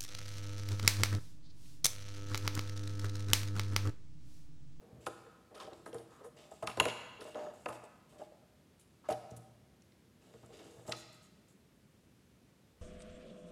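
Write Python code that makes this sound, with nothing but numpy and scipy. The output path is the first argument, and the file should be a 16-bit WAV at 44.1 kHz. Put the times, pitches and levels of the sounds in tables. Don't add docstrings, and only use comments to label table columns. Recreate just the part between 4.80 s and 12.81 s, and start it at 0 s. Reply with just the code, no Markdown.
import sys
import numpy as np
from scipy import signal
from scipy.fft import rfft, irfft, next_fast_len
from scipy.io import wavfile

SR = 44100
rng = np.random.default_rng(int(sys.argv[2]) if len(sys.argv) > 2 else 0)


def ratio(d):
    e = np.asarray(d, float) / 20
    return 10 ** e


def pcm_store(signal):
    levels = np.round(np.clip(np.atleast_2d(signal), -1, 1) * 32767)
    wavfile.write(sys.argv[1], SR, levels.astype(np.int16).T)


N = 353354

# frequency_hz, relative_density_db (per Hz)
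FLOOR_SPECTRUM = [(15, -61), (25, -21), (35, -43.5), (49, -6), (189, -2), (262, -5), (299, -9.5),
                  (333, -8.5), (528, -14.5), (791, -21.5), (2970, -26), (12100, -34), (15800, -41)]
# start_s, length_s, level_db, favoured_hz
TABLE_SLIDES = [(0, 0.71, -63, 478), (0.707, 0.067, -60, 575), (0.742, 0.08, -53.5, 400),
                (0.757, 0.11, -61, 1265), (0.798, 0.045, -53.5, 1050), (0.825, 0.092, -51, 467),
                (0.912, 0.042, -50, 588), (0.969, 0.078, -60, 433), (1.177, 0.067, -54.5, 497),
                (1.302, 0.18, -63, 1185), (1.552, 0.29, -64, 636), (2.388, 0.06, -54, 430),
                (2.449, 0.08, -48.5, 603), (2.544, 0.16, -44.5, 627), (2.924, 0.086, -54, 660),
                (3.031, 0.046, -55.5, 654), (3.315, 0.13, -61.5, 615), (3.62, 0.046, -67, 607),
                (4.347, 0.15, -71, 770), (5.414, 0.3, -65.5, 404), (5.689, 0.16, -59, 442),
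                (5.79, 0.098, -56, 400), (5.844, 0.19, -60, 453), (5.962, 0.26, -66, 480)]
# contact_s, knock_db, favoured_hz, upper_modes_db (relative to the knock),
# skid_db (sliding after the landing)
TABLE_KNOCKS = [(0.267, -30.5, 484.7, 5, -47.5), (0.464, -58, 467, 11, -72), (0.877, -42.5, 534, -21, -77),
                (1.061, -45, 455, 10.5, -47.5), (1.132, -49.5, 466, -11, -48), (1.146, -43, 464, -2, -54),
                (1.408, -53, 466, -14, -56), (1.443, -57, 468, 3, -49), (1.716, -45.5, 660, -7, -60.5),
                (1.826, -38, 656, 1, -42.5), (1.873, -39, 1005, 8, -43.5), (1.973, -43.5, 520, 11.5, -38.5),
                (2.0, -36.5, 618, 20, -37), (2.054, -35, 506, 13, -35.5), (2.414, -40, 442.6, 3, -63),
                (2.554, -50, 660, 9, -56), (2.7, -52, 613, -5, -53.5), (2.666, -45, 611, 3.5, -51),
                (2.86, -32.5, 535, 6, -45.5), (2.887, -47, 825, 10.5, -44), (3.395, -60, 604, -8, -52),
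                (3.416, -45.5, 665, -21, -66.5), (3.521, -58.5, 610, -13, -65),
                (4.241, -65, 1220, 6, -58.5), (4.289, -36, 607, -17, -44), (4.3, -34.5, 754, -6, -45),
                (4.317, -38, 770, -17, -52.5), (4.514, -54, 467, -19, -61), (4.565, -66, 590, -5, -67),
                (5.539, -56, 443, -1, -67), (5.632, -61.5, 654, 4, -59.5), (5.979, -63, 610, -10.5, -64),
                (6.052, -62, 610, -8, -59), (6.079, -46.5, 632, -16, -44.5), (6.122, -57, 633, 10, -50),
                (6.128, -51.5, 1265, 7, -68)]
# mode_hz, relative_level_db, t60_s
TABLE_MODES = [(330, -3, 0.63), (358, -5, 0.28), (430, -6, 0.088), (468, -1.5, 0.072), (515, 2, 0.0094),
               (561, -10, 0.017), (608.3, -1, 0.12), (660, -5, 0.072), (720, -9, 0.058), (770, -1.5, 0.063),
               (845, -7.5, 0.12), (930, -3.5, 0.019), (1054, -3, 0.028), (1182, -3, 0.013),
               (1265, -2, 0.032), (1426, -9, 0.089), (1630, -1.5, 0.0076), (1950, -22.5, 0.09)]
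# frequency_hz, t60_s
HALL_DECAY = [(100, 2.1), (400, 1), (1300, 1.17), (3000, 1.3), (5000, 1.1), (9000, 0.64), (14000, 0.5)]
# frequency_hz, level_db
HALL_LEVEL = [(100, -14), (400, -12), (1300, -6.5), (3000, -10.5), (5000, -7), (9000, -8), (14000, -9.5)]
# contact_s, level_db
HAND_THUMPS = [(0.121, -67), (0.176, -68.5), (0.265, -68), (0.837, -78), (1.146, -69), (1.825, -62.5),
               (1.871, -62.5), (1.973, -62), (2.001, -55), (2.054, -58.5), (2.415, -74), (2.886, -67.5),
               (4.3, -61.5), (4.513, -61.5), (4.565, -66.5), (5.539, -71.5), (5.631, -70), (5.978, -70),
               (6.08, -63.5), (6.123, -74)]
# mode_hz, relative_level_db, t60_s
LOW_TABLE_MODES = [(78, 1, 0.11), (120.3, 2, 0.58), (171.6, -1.5, 0.21), (225.7, -2, 0.25),
                   (280.5, -9.5, 0.23)]
# start_s, length_s, body_db, rustle_db, rustle_hz
PIECE_RUBS = [(0.203, 0.28, -71.5, -71.5, 7550), (0.262, 0.029, -54.5, -54, 9500),
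              (0.743, 0.1, -63, -67, 9370), (0.797, 0.098, -58.5, -66.5, 7300),
              (0.927, 0.16, -91, -75.5, 7500), (1.057, 0.059, -71, -63.5, 9500),
              (1.131, 0.13, -72, -67.5, 9500), (1.303, 0.19, -74.5, -76, 7390),
              (1.442, 0.055, -78, -67.5, 9700), (1.563, 0.17, -65, -71.5, 7700),
              (1.706, 0.17, -71.5, -69.5, 7540), (1.824, 0.027, -61.5, -60, 8150),
              (1.865, 0.074, -56, -59, 9400), (1.967, 0.055, -60, -65, 9450), (2.01, 0.1, -62, -63, 9600),
              (2.079, 0.039, -47.5, -66, 7000), (2.403, 0.045, -58, -61.5, 9300),
              (2.438, 0.13, -65, -66, 7900), (2.549, 0.2, -66, -69, 6840), (2.73, 0.34, -75.5, -72, 7460),
              (2.883, 0.034, -63, -59.5, 9500), (2.921, 0.06, -65, -63.5, 8400),
              (3.036, 0.03, -70, -66, 8200), (3.29, 0.11, -74, -73.5, 8500),
              (3.38, 0.11, -68.5, -72.5, 7800), (3.996, 0.048, -74, -68, 9550),
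              (4.243, 0.1, -71.5, -81, 6730), (4.285, 0.049, -58, -60.5, 7800),
              (4.304, 0.048, -52.5, -57.5, 11030), (4.505, 0.024, -74.5, -66, 6390),
              (4.563, 0.024, -70, -57, 10000), (5.403, 0.81, -75.5, -78.5, 7700),
              (5.723, 0.2, -66.5, -75, 7100), (5.835, 0.5, -77.5, -75, 7300),
              (6.064, 0.09, -66.5, -59, 7540), (6.115, 0.036, -49, -62, 6940),
              (6.162, 0.09, -67.5, -61, 6900), (6.324, 0.063, -79, -67, 7350),
              (6.416, 0.078, -80.5, -70, 7300), (6.682, 0.066, -85, -73.5, 7470)]
# mode_hz, relative_level_db, t60_s
PIECE_MODES = [(2020, -2.5, 0.01), (2260, -5, 0.086), (2600, -4, 0.054), (2820, -3.5, 0.093),
               (3013, -7, 0.066), (3184, -6.5, 0.038), (3540, -3.5, 0.051), (3840, -1.5, 0.026),
               (4400, -5.5, 0.045), (4810, -3.5, 0.036), (5000, -6.5, 0.024), (5330, -2, 0.0077),
               (5880, -1, 0.0049), (6790, -9.5, 0.017), (7580, -12, 0.012), (8200, -16.5, 0.0065),
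               (8230, -8, 0.0045), (9450, -13.5, 0.0054), (9510, -11.5, 0.0073), (10500, -10, 0.0048),
               (11070, -12.5, 0.0092), (11600, -21, 0.006), (13200, -14.5, 0.0062), (13900, -49, 0.0036)]
# contact_s, level_db, favoured_hz, upper_middle_db, treble_db (both relative to level_db)
PLASTIC_CLICKS = [(0.266, -38.5, 2600, 0.5, 9), (0.746, -61, 3300, 3, -1), (0.802, -52, 3520, 8, -7),
                  (0.8108, -57, 3400, -4.5, -6), (0.7532, -59, 2930, 3, 2), (0.85, -60, 3500, -9, -6),
                  (0.868, -53, 3520, -2, -4), (0.877, -60, 3000, -6, -6), (0.9327, -52.5, 3870, -4, 6),
                  (1.0622, -38.5, 9300, -14, -19), (1.1294, -42.5, 3540, -12, -4),
                  (1.1446, -43, 9600, -10.5, 3.5), (1.1634, -64, 9300, -8, 4),
                  (1.1836, -54.5, 3550, -0.5, -2), (1.4391, -59, 8700, -3, -5.5),
                  (1.567, -65, 3000, -8, -1), (1.714, -60, 7500, -15, 10), (1.8261, -47, 2600, -24, 9),
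                  (1.8726, -27, 2676, -2, 6), (1.901, -40, 2770, -16, 1), (1.9144, -40, 2670, -14.5, -4),
                  (1.973, -44.5, 2200, 5, 14), (1.9998, -14, 2757, -9, 5.5), (2.0064, -23.5, 2190, -11, 5),
                  (2.0428, -37.5, 2800, -16.5, 2), (2.0538, -24.5, 2360, -6, 4.5),
                  (2.085, -28.5, 2400, -18, 2), (2.0984, -37, 2680, -17, 0), (2.41, -55, 4330, 5.5, -3),
                  (2.5463, -45.5, 3140, -15, -6), (2.5925, -50, 2800, -8.5, -0.5),
                  (2.859, -31, 2690, -9.5, -5), (2.8863, -41.5, 2720, -18, -3.5),
                  (2.929, -46, 2670, -7.5, 2.5), (3.041, -64.5, 8330, -17, 8),
                  (3.9963, -61.5, 7840, -11, 9), (4.291, -47, 2290, -10.5, 16.5),
                  (4.302, -41, 2290, -9, -1.5), (4.325, -42.5, 3530, -0.6, 0),
                  (4.5116, -62.5, 5930, 3.5, 11), (4.568, -62, 10000, -16, 1), (5.021, -59, 5830, -5, 5),
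                  (5.121, -61.5, 2260, 3.5, -10.5), (5.5383, -61, 2700, 0, 5), (5.661, -63.5, 8000, -8, 12),
                  (5.73, -65, 2910, -3, 2), (6.0785, -51, 6760, 2.5, 2), (6.095, -61, 7880, 11.5, 21),
                  (6.122, -27, 2600, 3, 2)]
# mode_hz, relative_level_db, t60_s
CRACK_MODES = [(4100, -7, 0.0063), (9100, -14.5, 0.0018), (13600, -26, 0.0014)]

FLOOR_RMS_DB = -65.5
UPPER_FROM_HZ, TREBLE_FROM_HZ, TOP_FROM_HZ = 3300, 6200, 11500
HELD_T60_S, LOADED_T60_S = .008, .04
KNOCK_CHATTER_S, CLICK_CHATTER_S = .004, .0016
SKID_S = .05
GRIP_RING_SHARE, RUB_BODY_HZ = .45, 3100
FIRST_TOUCH_DB, FIRST_REBOUND_DB, REBOUND_LOSS_DB = -8, -6, 1.8
TOP_PER_DB, HARD_BLOW_DB = .3, -14


def at_hz(points, hz):
    table_hz, values = np.transpose(points)
    return np.interp(np.log(np.maximum(hz, 1)), np.log(table_hz), values)


def rms_one(x):
    return x / np.sqrt(np.mean(x ** 2) + 1e-20)


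def low_cut(x, hz):
    return signal.sosfilt(signal.butter(2, hz, "high", fs=SR, output="sos"), x)


def high_cut(x, hz):
    return signal.sosfilt(signal.butter(2, hz, fs=SR, output="sos"), x)


def ring(impulses, hz, t60):
    radius = ratio(-60 / (t60 * SR))
    angle = 2 * np.pi * hz / SR
    feedback = [1, -2 * radius * np.cos(angle), radius * radius]
    return signal.lfilter([0, np.sin(angle)], feedback, impulses + 1e-18)


def favour(modes, hz, octave_db, peak_db):
    octaves = np.abs(np.log2(np.array(modes)[:, 0] / hz[:, None]))
    slope_db = -octave_db * np.minimum(octaves, 1.3)
    return slope_db + peak_db * np.exp(-(octaves / .06) ** 2)


def strike(times, chatter_s, strength_db, modes, longest_s=1):
    gaps = .2 + rng.random((len(times), 8))
    lag = np.cumsum(gaps, axis=1) / 2 * chatter_s
    contact_s = times[:, None] + lag - lag[:, 1:2]
    at = np.clip((contact_s * SR).astype(int), 0, N - 1)
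    push_db = np.r_[FIRST_TOUCH_DB, 0, FIRST_REBOUND_DB - REBOUND_LOSS_DB * np.arange(6)]
    out = np.zeros(N)
    for k, (hz, db, t60) in enumerate(modes):
        spot_db = 2.0 * rng.standard_normal(at.shape)
        impulses = np.zeros(N)
        np.add.at(impulses, at, ratio(push_db + spot_db + db + strength_db[:, k:k + 1]))
        sense = (-1) ** k
        out += sense * ring(impulses, hz, min(t60, longest_s))
    return out


def scrape(starts, lengths, level_db, focus_db, modes, per_s, ring_share, grit_db):
    sizes = ratio(grit_db * np.minimum(rng.exponential(1, N), 5)) * rng.choice([-1, 1], N)
    slips = rms_one(sizes * (rng.random(N) < per_s / SR))
    dealt = rng.integers(0, 3, N)
    share = ratio(np.array(modes)[:, 1] + focus_db)
    share *= ratio(level_db)[:, None] / np.sqrt(np.sum(share ** 2, axis=1, keepdims=True))
    out = np.zeros(N)
    for k, (mode_hz, _, t60) in enumerate(modes):
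        pressure = np.zeros(N)
        for start, length, gain in zip(starts, lengths, share[:, k]):
            u = np.linspace(0, 1, max(int(length * SR), 2))
            first = int(start * SR)
            envelope = np.minimum(u / 0.021, 1) * np.minimum((1 - u) / 0.66, 1)
            pressure[first:first + len(u)] += gain * envelope
        ring_s = t60 * ring_share
        even_power = np.sqrt(12 * np.log(1000) / (ring_s * SR))
        out += ring(slips * (dealt == k % 3) * pressure, mode_hz, ring_s) * even_power
    return out


def floor():
    size = next_fast_len(N)
    shape = ratio(at_hz(FLOOR_SPECTRUM, np.arange(size // 2 + 1) * SR / size))
    noise = irfft(rfft(rng.standard_normal(size)) * shape, size)[:N]
    return ratio(FLOOR_RMS_DB) * rms_one(noise)


def slides():
    skids = [(s, SKID_S, skid_db, hz) for s, _, hz, _, skid_db in TABLE_KNOCKS]
    s, length, db, hz = np.transpose(list(TABLE_SLIDES) + skids)
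    focus_db = favour(TABLE_MODES, hz, octave_db=10.0, peak_db=7.0)
    table = scrape(s, length, db, focus_db, TABLE_MODES, per_s=4000.0, ring_share=1.22, grit_db=2.5)
    return low_cut(high_cut(table, hz=2200.), hz=224.0)


def hall(x, gap_s=0.004, build_s=0.0066):
    t = np.arange(SR * 3 // 2) / SR
    edges = 60 * 2 ** np.arange(0, 8.1, .5)
    tail = np.zeros(len(t))
    for low, high in zip(edges, edges[1:]):
        band_filter = signal.butter(2, [low, high], "band", fs=SR, output="sos")
        band = signal.sosfilt(band_filter, rng.standard_normal(len(t)))
        hz = np.sqrt(low * high)
        t60 = at_hz(HALL_DECAY, hz)
        decay = ratio(at_hz(HALL_LEVEL, hz) - 60 * t / t60)
        tail += band * decay * np.sqrt(2 * np.log(1000) / (t60 * SR))
    tail *= 1 - np.exp(-np.maximum(t - gap_s, 0) / build_s)
    return signal.fftconvolve(x, tail)[:N]


def thumps():
    s, db = np.transpose(HAND_THUMPS)
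    strength_db = np.outer(db, np.ones(len(LOW_TABLE_MODES)))
    thump = strike(s, 0, strength_db, LOW_TABLE_MODES)
    return high_cut(thump, hz=400.)


def rubs():
    s, length, body_db, rustle_db, rustle_hz = np.transpose(PIECE_RUBS)
    low = [mode for mode in PIECE_MODES if mode[0] < TREBLE_FROM_HZ]
    high = [mode for mode in PIECE_MODES if mode[0] > TREBLE_FROM_HZ]
    broad_db = favour(low, np.full(len(s), RUB_BODY_HZ), octave_db=5.0, peak_db=4)
    bodies = scrape(s, length, body_db, broad_db, low, per_s=900.0, ring_share=GRIP_RING_SHARE, grit_db=1.0)
    fine_db = favour(high, rustle_hz, octave_db=9.0, peak_db=7.0)
    rustle = scrape(s, length, rustle_db, fine_db, high, per_s=1500.0, ring_share=.7, grit_db=1.0)
    bodies = low_cut(high_cut(bodies, hz=7500.), hz=1540.0)
    return bodies + low_cut(high_cut(rustle, hz=12970.0), hz=4440.0)


def clicks():
    s, db, hz, upper_db, treble_db = np.transpose(PLASTIC_CLICKS)
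    pitch = np.array(PIECE_MODES)[:, 0]
    top_db = TOP_PER_DB * (db - HARD_BLOW_DB)
    tilt_db = np.outer(upper_db, (pitch > UPPER_FROM_HZ) & (pitch < TREBLE_FROM_HZ))
    tilt_db += np.outer(treble_db, pitch > TREBLE_FROM_HZ)
    tilt_db += np.outer(top_db, pitch > TOP_FROM_HZ)
    strength_db = db[:, None] + tilt_db + favour(PIECE_MODES, hz, octave_db=8.0, peak_db=7.5)
    body = strike(s, CLICK_CHATTER_S, strength_db, PIECE_MODES, HELD_T60_S)
    crack_db = db[:, None] + np.stack([upper_db, treble_db, treble_db + top_db], axis=1)
    crack = strike(s, CLICK_CHATTER_S, crack_db, CRACK_MODES)
    return low_cut(high_cut(body + crack, hz=13000.), hz=1300.)


def knocks():
    s, db, hz, upper_db, _ = np.transpose(TABLE_KNOCKS)
    tilt_db = np.outer(upper_db, np.array(TABLE_MODES)[:, 0] > 900)
    strength_db = db[:, None] + tilt_db + favour(TABLE_MODES, hz, octave_db=5.5, peak_db=10.0)
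    top = strike(s, KNOCK_CHATTER_S, strength_db, TABLE_MODES, LOADED_T60_S)
    return low_cut(high_cut(top, hz=2600.), hz=239.0)


def scene():
    toys = slides() + thumps() + rubs() + clicks() + knocks()
    return (toys + hall(toys) + floor())[None]


def low_pass(x):
    return signal.sosfilt(signal.butter(12, 15960, fs=SR, output="sos"), x)


def record(dry):
    mix = signal.sosfilt(signal.butter(5, 48, "high", fs=SR, output="sos"), dry)
    return low_pass(mix)


dry = scene()
out = record(dry)
pcm_store(out)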